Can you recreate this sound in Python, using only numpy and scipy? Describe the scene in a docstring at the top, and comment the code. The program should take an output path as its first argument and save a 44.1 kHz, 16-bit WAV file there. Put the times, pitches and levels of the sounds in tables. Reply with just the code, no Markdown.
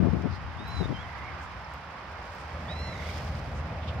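"""A windy field beside a road, over the tyre roar of distant traffic. In the first second gusts buffet
the left microphone port and a wading bird gives an arched, squeaky call that cracks into a short
afternote; a frog's vocal sac trills in the reeds. Past halfway a lorry's roar and a diesel drone come
in, and bird and frog sound again, together. Grass swishes underfoot throughout, most near the end,
and a dog's harness clinks faintly now and then."""
import sys
import numpy as np
from scipy import signal
from scipy.fft import rfft, irfft
from scipy.io import wavfile

SR = 44100
rng = np.random.default_rng(int(sys.argv[2]) if len(sys.argv) > 2 else 0)


def wav_record(signal):
    """Record a signal, one row per channel, as 16-bit PCM in the file named by sys.argv[1]."""
    frames = np.transpose(np.atleast_2d(signal))
    bounded = np.clip(frames, -1, 1)
    # unit amplitude maps onto the largest positive 16-bit level
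    quanta = np.round(bounded * 32767).astype(np.int16)
    wavfile.write(sys.argv[1], SR, quanta)


N = 176400

# Contours of the first call, afternote and second call, a list each: (time [s], pitch [Hz], level [dB])
CALL_CONTOURS = [
    [(.575, 1076, -62), (.594, 1210, -53.5), (.616, 1250, -56), (.654, 1288, -60), (.68, 1318, -50),
     (.728, 1355, -50), (.77, 1328, -47), (.815, 1312, -44), (.827, 1252, -59), (.836, 1242, -51),
     (.866, 1240, -56)],
    [(.932, 1060, -56), (.945, 1046, -49.5), (.982, 1030, -49), (1.012, 1132, -56), (1.024, 1126, -56),
     (1.037, 1050, -54), (1.06, 1030, -61)],
    [(2.678, 1080, -53), (2.7, 1257, -42.5), (2.724, 1291, -41), (2.748, 1320, -55), (2.8, 1356, -45),
     (2.832, 1380, -48), (2.88, 1363, -46.5), (2.925, 1330, -50.5), (2.955, 1270, -55)],
]
# Harmonic mix, a row per contour: (trim [dB] for each of harmonics 2 to 8)
CALL_HARMONICS = [(-21, -4, -7.5, -16, -26.5, -27, -23.5), (-8, -4.5, -17, -6, -15, -25, -26),
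                  (-8, -5.5, -7, -20, -29, -31, -27.5)]
# Grit and stereo spread, a row per contour: (rasp [0-1], left phase lead [rad])
CALL_TIMBRES = [(.15, -1.2), (.8, -0.97), (.12, 1.35)]
# Cracked tails: (start [s], length [s], pitch [Hz], end pitch [Hz], level [dB], jitter [fraction])
VOICE_BREAKS = [(.822, .048, 1185, 1180, -57, .01), (.868, .04, 1125, 1120, -64, .03),
                (2.92, .11, 1290, 1180, -58.5, .065), (2.97, .28, 1140, 1090, -57.5, .06)]
def bird():
    """Arched calls that crack at the end into the raspy voice of the afternote."""
    out = np.zeros((2, N))
    for contour, harmonics, (rasp, lead) in zip(CALL_CONTOURS, CALL_HARMONICS, CALL_TIMBRES):
        times, hz, db = np.transpose(contour)
        t = np.arange(times[0], times[-1], 1 / SR)
        pitch = np.interp(t, times, hz)
        envelope = amp(np.interp(t, times, db)) * signal.windows.tukey(len(t), .05)
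        add(out, times[0], voice(pitch, envelope, harmonics, jitter=.0017, rasp=rasp, lead=lead))
    for start, length, hz, end_hz, db, jitter in VOICE_BREAKS:
        size = int(length * SR)
        pitch = np.linspace(hz, end_hz, size)
        envelope = amp(db) * signal.windows.tukey(size, .5)
        add(out, start, voice(pitch, envelope, CALL_HARMONICS[1], jitter, rasp=.8))
    return out + amp(-18) * echo(out)


# Panning of the voice: (right over left [dB] for each of harmonics 2 to 8)
HARMONIC_PAN = (2, 7, -11, -4, -6, -9, -7)
def voice(hz, envelope, harmonics, jitter, rasp, lead=0):
    """A squeaky whistle: the third harmonic takes the swells, the others rasp and grow with pitch."""
    size = len(hz)
    knee_db, db_per_octave = -47.5, 18
    phase = 2 * np.pi * np.cumsum(hz * (1 + jitter * wander(size, hz=220))) / SR
    envelope = envelope * amp(1.6 * wander(size, hz=70))  # shimmer
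    ceiling = amp(knee_db + db_per_octave * np.log2(hz / 1350))
    limited = ceiling * np.tanh(envelope / amp(knee_db))
    out = 0
    for k, (db, right_db) in enumerate(zip(harmonics, HARMONIC_PAN), 2):
        gain = envelope if k == 3 else limited * (np.sqrt(1 - rasp ** 2) + rasp * wander(size, hz=220))
        out += gain * amp([[db], [db + right_db]]) * np.sin(k * phase + np.array([[lead], [0]]))
    return np.sqrt(2) * out


# Trill cues: (start [s], peak [s], end [s], pulse rate [1/s], peak level [dB], swell [dB])
FROG_TRILLS = [(0.91, 1.289, 1.335, 30.4, -42, 11), (2.655, 3.098, 3.15, 29.8, -42, 6.5)]
def frog():
    """Rasping pulses ring a vocal sac, off to the right; each trill swells and rises, then stops."""
    sac_hz, rise_hz_per_s, rasp_hz = 2141, 400, 91.14
    pulse_s, fade_db_per_s = .025, 173
    out = np.zeros((2, N))
    for start, peak, end, rate, db, swell_db in FROG_TRILLS:
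        t = np.arange(start, end, 1 / SR) - peak  # zero at the loudest pulse
        pulse_age = (t + pulse_s / 2) % (1 / rate)
        pulses = np.sin(np.pi * np.minimum(pulse_age / pulse_s, 1))
        effort_db = db - swell_db * np.maximum(-t, 0) / (peak - start) - fade_db_per_s * np.maximum(t, 0)
        hz = sac_hz + rise_hz_per_s * t + rasp_hz * wander(len(t), hz=253)
        shimmer = amp(1.8 * wander(len(t), hz=300))
        sac = unit(np.sin(2 * np.pi * np.cumsum(hz) / SR) * shimmer)
        add(out, start, amp([[-12], [0]]) * amp(effort_db) * np.sqrt(2) * pulses * sac)
    return out + amp(-4.5) * echo(out)


# EQ of the wind rumble and of the sharper buffets: (frequency [Hz], relative level [dB])
RUMBLE_EQ = [(20, -39), (50, -12.5), (90, 2), (160, -7.5), (260, -16), (450, -27), (1000, -54), (3000, -84)]
BUFFET_EQ = [(20, -29), (80, -7), (180, 4), (300, -1.5), (500, -8), (800, -18.5), (1300, -47), (4000, -75)]
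# Rumble fader: (time [s], level [dB])
RUMBLE_FADER = [(0, -20.5), (.16, -31.5), (.3, -31), (.4, -37), (.55, -41.5), (.68, -39.5), (.76, -30),
                (.92, -31.5), (1.06, -46), (1.3, -47), (1.9, -57.5), (4, -50)]
# Gust hits: (start [s], length [s], level [dB])
BUFFET_CUES = [(-.02, 0.12, -21.5), (0.122, 0.061, -25.5), (0.179, 0.055, -29), (0.228, 0.0557, -25.5),
               (0.591, 0.047, -37), (0.792, 0.05, -25.5), (0.886, .05, -25.5)]
# Eddies popping on the port: (time [s], peak level [dB], half-width [s])
EDDY_POPS = [(.136, -14.5, 0.0013), (0.858, -21.5, 0.00053), (0.91, -22, 0.001)]
def wind():
    """Air on the microphone: lumpy rumble, sudden buffets and a few pops, mostly on the left port."""
    t = np.arange(N) / SR
    ramp_s = .013
    rumble = colour(rng.standard_normal((2, N)), RUMBLE_EQ) * level(RUMBLE_FADER)
    rumble *= amp(1.5 * wander(N, hz=20))
    gate = sum(amp(db) * np.clip(np.minimum(t - start, start + length - t) / ramp_s, 0, 1)
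               for start, length, db in BUFFET_CUES)
    turbulence = rng.standard_normal((2, N)) * amp(wander(N, hz=118))
    buffets = colour(turbulence, BUFFET_EQ) * gate
    for time, db, half_width in EDDY_POPS:
        u = (t - time) / half_width
        buffets += amp(db) * u * np.exp((1 - u ** 2) / 2)  # one pull and push of pressure
    return rumble * amp([[0], [-16.5]]) + buffets * amp([[0], [-20.5]])


# EQ of the cars and of the lorry: (frequency [Hz], relative level [dB])
CARS_EQ = [(18, -51), (30, -49), (51, -8), (69, 1), (126, -12.5), (164, -11.5), (219, -17), (455, -20.5),
           (492, -15.5), (591, -15.5), (830, -9.5), (1080, -10), (2300, -20), (4090, -32.5), (5170, -35),
           (15500, -102)]
LORRY_EQ = [(30, -2), (250, -3.5), (400, -0.5), (580, 6), (800, 3), (1100, -17), (2000, -7.5),
            (4000, -20.5), (15000, -54)]
# Their faders, cars near steady and lorry swelling in: (time [s], level [dB])
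CARS_FADER = [(0, -42.5), (.6, -41), (1.3, -40.5), (2.0, -41.5), (2.6, -42), (3.3, -42.5), (4, -42.5)]
LORRY_FADER = [(0, -76), (2.2, -56), (2.6, -46), (3.0, -45), (3.5, -45), (4, -44)]
def traffic():
    """Tyre roar from the road, joined by the roar of a lorry."""
    cars = colour(rng.standard_normal((2, N)), CARS_EQ) * level(CARS_FADER)
    cars *= amp(.5 * wander(N, hz=5.6))
    lorry = colour(rng.standard_normal((2, N)), LORRY_EQ) * level(LORRY_FADER)
    lorry *= amp(.7 * wander(N, hz=31.5))
    return ports(cars + lorry)


# Engine rumble EQ and the tones on top: (frequency [Hz], relative level [dB])
DIESEL_EQ = [(25, -28), (45, -12), (60, 5.5), (100, 0.5), (160, 0.5), (220, -10), (320, -19), (600, -46),
             (2000, -62)]
DIESEL_TONES = [(78.5, -0.5), (157, -15.5), (231, -18.5), (618, -19.5)]
# Engine fader, pushed up past halfway: (time [s], level [dB])
DIESEL_FADER = [(0, -48), (2.47, -56.5), (2.54, -39.5), (3.0, -39.5), (3.3, -37.5), (3.7, -38.5),
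                (4, -37.5)]
def diesel():
    """Low rumble with wavering engine tones, alike at both ports."""
    tones = 0
    for hz, db in DIESEL_TONES:
        gain = amp(db + 1.8 * wander(N, hz=3.7))
        pitch = hz * (1 + .014 * wander(N, hz=5.77))
        tones += gain * np.sin(2 * np.pi * np.cumsum(pitch) / SR)
    rumble = colour(rng.standard_normal(N), DIESEL_EQ)
    return level(DIESEL_FADER) * (rumble + np.sqrt(2) * tones)


# EQ of brushed grass and of snapping stalks: (frequency [Hz], relative level [dB])
RUSTLE_EQ = [(300, -14), (1500, 3.5), (3200, 0.5), (5200, 0), (7000, -10.5), (8500, -15), (10500, -16.5),
             (12500, -19), (14000, -20), (16000, -21)]
SNAP_EQ = [(1500, -6), (6500, 8), (16000, -21)]
# Rustle fader: (time [s], level [dB])
RUSTLE_FADER = [(0, -60.5), (.6, -62.5), (.8, -57), (1.15, -60), (1.8, -60.5), (2.1, -61), (2.3, -58),
                (2.52, -57.5), (2.7, -58), (2.93, -56), (3.08, -46.5), (3.23, -48), (3.36, -55),
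                (3.55, -59), (3.75, -63), (4, -60.5)]
# Footstep swishes: (time [s], half-length [s], level [dB], centre [Hz], width [octaves])
FOOTSTEPS = [(0.339, 0.054, -54.5, 4540, 0.42), (1.437, 0.048, -63, 6250, 0.66),
             (1.649, 0.0098, -57.5, 5150, 0.24), (1.738, 0.0044, -59.5, 7600, 0.73),
             (2.4, 0.034, -66, 7500, 0.55), (3.575, 0.045, -60.5, 5970, .6),
             (3.838, 0.022, -51, 3020, 0.57), (3.889, 0.025, -44, 3130, 0.66)]
def grass():
    """Stalks scrape in dense tiny clicks and dry ones snap; each step adds a short swish."""
    grains_per_s, snaps_per_s, snap_decay_s = 7000, 220, .001
    t, fader = np.arange(N) / SR, level(RUSTLE_FADER)
    grains = crackle((2, N), grains_per_s) * amp(2.2 * np.minimum(rng.exponential(1, (2, N)), 4))
    out = colour(grains, RUSTLE_EQ) * fader * amp(1.2 * wander(N, hz=30))
    snap_tails = signal.lfilter([1], [1, -np.exp(-1 / (snap_decay_s * SR))], crackle(N, snaps_per_s))
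    snaps = colour(snap_tails * rng.standard_normal((2, N)), SNAP_EQ)
    out += snaps * amp(-68) * np.minimum(fader / amp(-56), 1) ** 2  # snaps ride the rustle, up to a cap
    octave = np.log2(np.fft.rfftfreq(N, 1 / SR) + 1)
    scrape = rfft(rng.standard_normal((2, N)))
    for time, half_length, db, hz, width in FOOTSTEPS:
        band = (1 + ((octave - np.log2(hz)) / width) ** 2) ** -2.2
        swish = unit(irfft(scrape * band, N))
        out += amp(db) * swish * np.exp(-2 * ((t - time) / half_length) ** 2)
    return ports(out)


# Clink cues: (time [s], level [dB])
CLINK_CUES = [(.676, -56), (.82, -66), (1.43, -65), (1.736, -60), (2.344, -61), (2.786, -61), (3.085, -62),
              (3.168, -63.5)]
# Modes of the metal ring: (frequency [Hz], relative level [dB], T60 [s])
RING_MODES = [(12960, 0, .07), (13090, -4, .05), (14850, -7, .045), (7950, -7, .06)]
def harness():
    """A small metal ring scrapes and clinks as the dog trots, never twice alike."""
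    attack_s, scrape_decay_s = .005, .008
    out, t = np.zeros((2, N)), np.arange(SR // 5) / SR
    for time, db in CLINK_CUES:
        ring = 0
        for hz, mode_db, t60 in RING_MODES:
            decay = amp(mode_db + 2 * rng.standard_normal() - 60 * t / t60)
            pitch = hz * (1 + .004 * rng.standard_normal())
            ring += decay * np.sin(2 * np.pi * pitch * t)
        scrape = amp(-6) * rng.standard_normal((2, len(t))) * np.exp(-t / scrape_decay_s)
        add(out, time, amp([[db], [db - 8]]) * np.minimum(t / attack_s, 1) * (ring + scrape))
    return out


def echo(x, t60_s=.24):
    """Thin scatter from reeds and ground."""
    t = np.arange(SR // 2) / SR
    taps = crackle((2, len(t)), per_s=2205) * amp(-60 * t / t60_s)
    taps /= np.linalg.norm(taps, axis=1, keepdims=True)
    return signal.fftconvolve(x, taps, axes=1)[:, :N]


# Stereo width, mono in the bass: (frequency [Hz], coherence [0-1])
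STEREO_COHERENCE = [(60, 1), (240, 1), (480, 0.91), (950, 0.76), (1900, 0.48), (3200, 0.19), (4500, 0.066),
                    (6500, 0.16), (8000, 0.17), (15000, 0.21)]
# Stereo balance: (frequency [Hz], left over right [dB])
STEREO_BALANCE = [(60, -1), (480, .5), (950, -3), (1900, -6.5), (3000, -5), (4100, 0), (5100, 10.5),
                  (6000, 4.5), (7500, 2), (10000, 1.5), (15000, -1)]
# Phase between the ports: (frequency [Hz], left lead [rad])
STEREO_PHASE = [(30, 0.5), (300, -0.62), (900, 0.57), (2000, -0.5), (3200, 0), (4300, 1), (6200, -3),
                (15000, -3)]
def ports(pair):
    """Two unrelated signals become one sound field heard at the two microphone ports."""
    hz = np.fft.rfftfreq(N, 1 / SR)
    left, unrelated = rfft(pair)
    coherence = read(STEREO_COHERENCE, hz)
    tilt = amp(read(STEREO_BALANCE, hz) / 2)
    right = coherence * left + np.sqrt(1 - coherence ** 2) * unrelated
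    right *= np.exp(-1j * read(STEREO_PHASE, hz))
    return irfft(np.array([left * tilt, right / tilt]), N)


def amp(db):
    """Decibels to gain."""
    return 10 ** (np.asarray(db) / 20)


def unit(x):
    """Scales to rms 1."""
    return x / np.sqrt(np.mean(abs(x) ** 2) + 1e-20)


def read(points, hz):
    """Reads a curve on a log-frequency axis."""
    f, value = np.transpose(points)
    return np.interp(np.log(hz + 1), np.log(f), value)


def level(fader):
    """A fader curve as gain for each sample."""
    return amp(np.interp(np.arange(N) / SR, *np.transpose(fader)))


def add(mix, time, sound):
    """Mixes a stereo sound in at a time in seconds."""
    part = mix[:, round(time * SR):][:, :sound.shape[1]]
    part += sound[:, :part.shape[1]]


def crackle(shape, per_s):
    """Clicks of random size at random times."""
    return rng.standard_normal(shape) * (rng.random(shape) < per_s / SR)


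def wander(size, hz):
    """Smooth random motion of about rms 1, rolling off above hz."""
    lowpass = np.exp(-(np.fft.rfftfreq(N, 1 / SR) / hz) ** 2)
    return unit(irfft(rfft(rng.standard_normal(N)) * lowpass, N))[:size]


def colour(x, eq):
    """Applies an EQ curve and scales to rms 1."""
    return unit(irfft(rfft(x) * amp(read(eq, np.fft.rfftfreq(N, 1 / SR))), N))


def scene():
    """The stereo mix of all sources."""
    return bird() + frog() + traffic() + diesel() + wind() + grass() + harness()


def record(dry):
    """A 3 ms fade-in and a steep high cut."""
    fade_in = np.minimum(np.arange(N) / SR / .003, 1)
    high_cut = signal.firwin(511, 15780, window=("kaiser", 9), fs=SR)
    return signal.oaconvolve(dry * fade_in, high_cut[None], "same")


dry = scene()
out = record(dry)
wav_record(out)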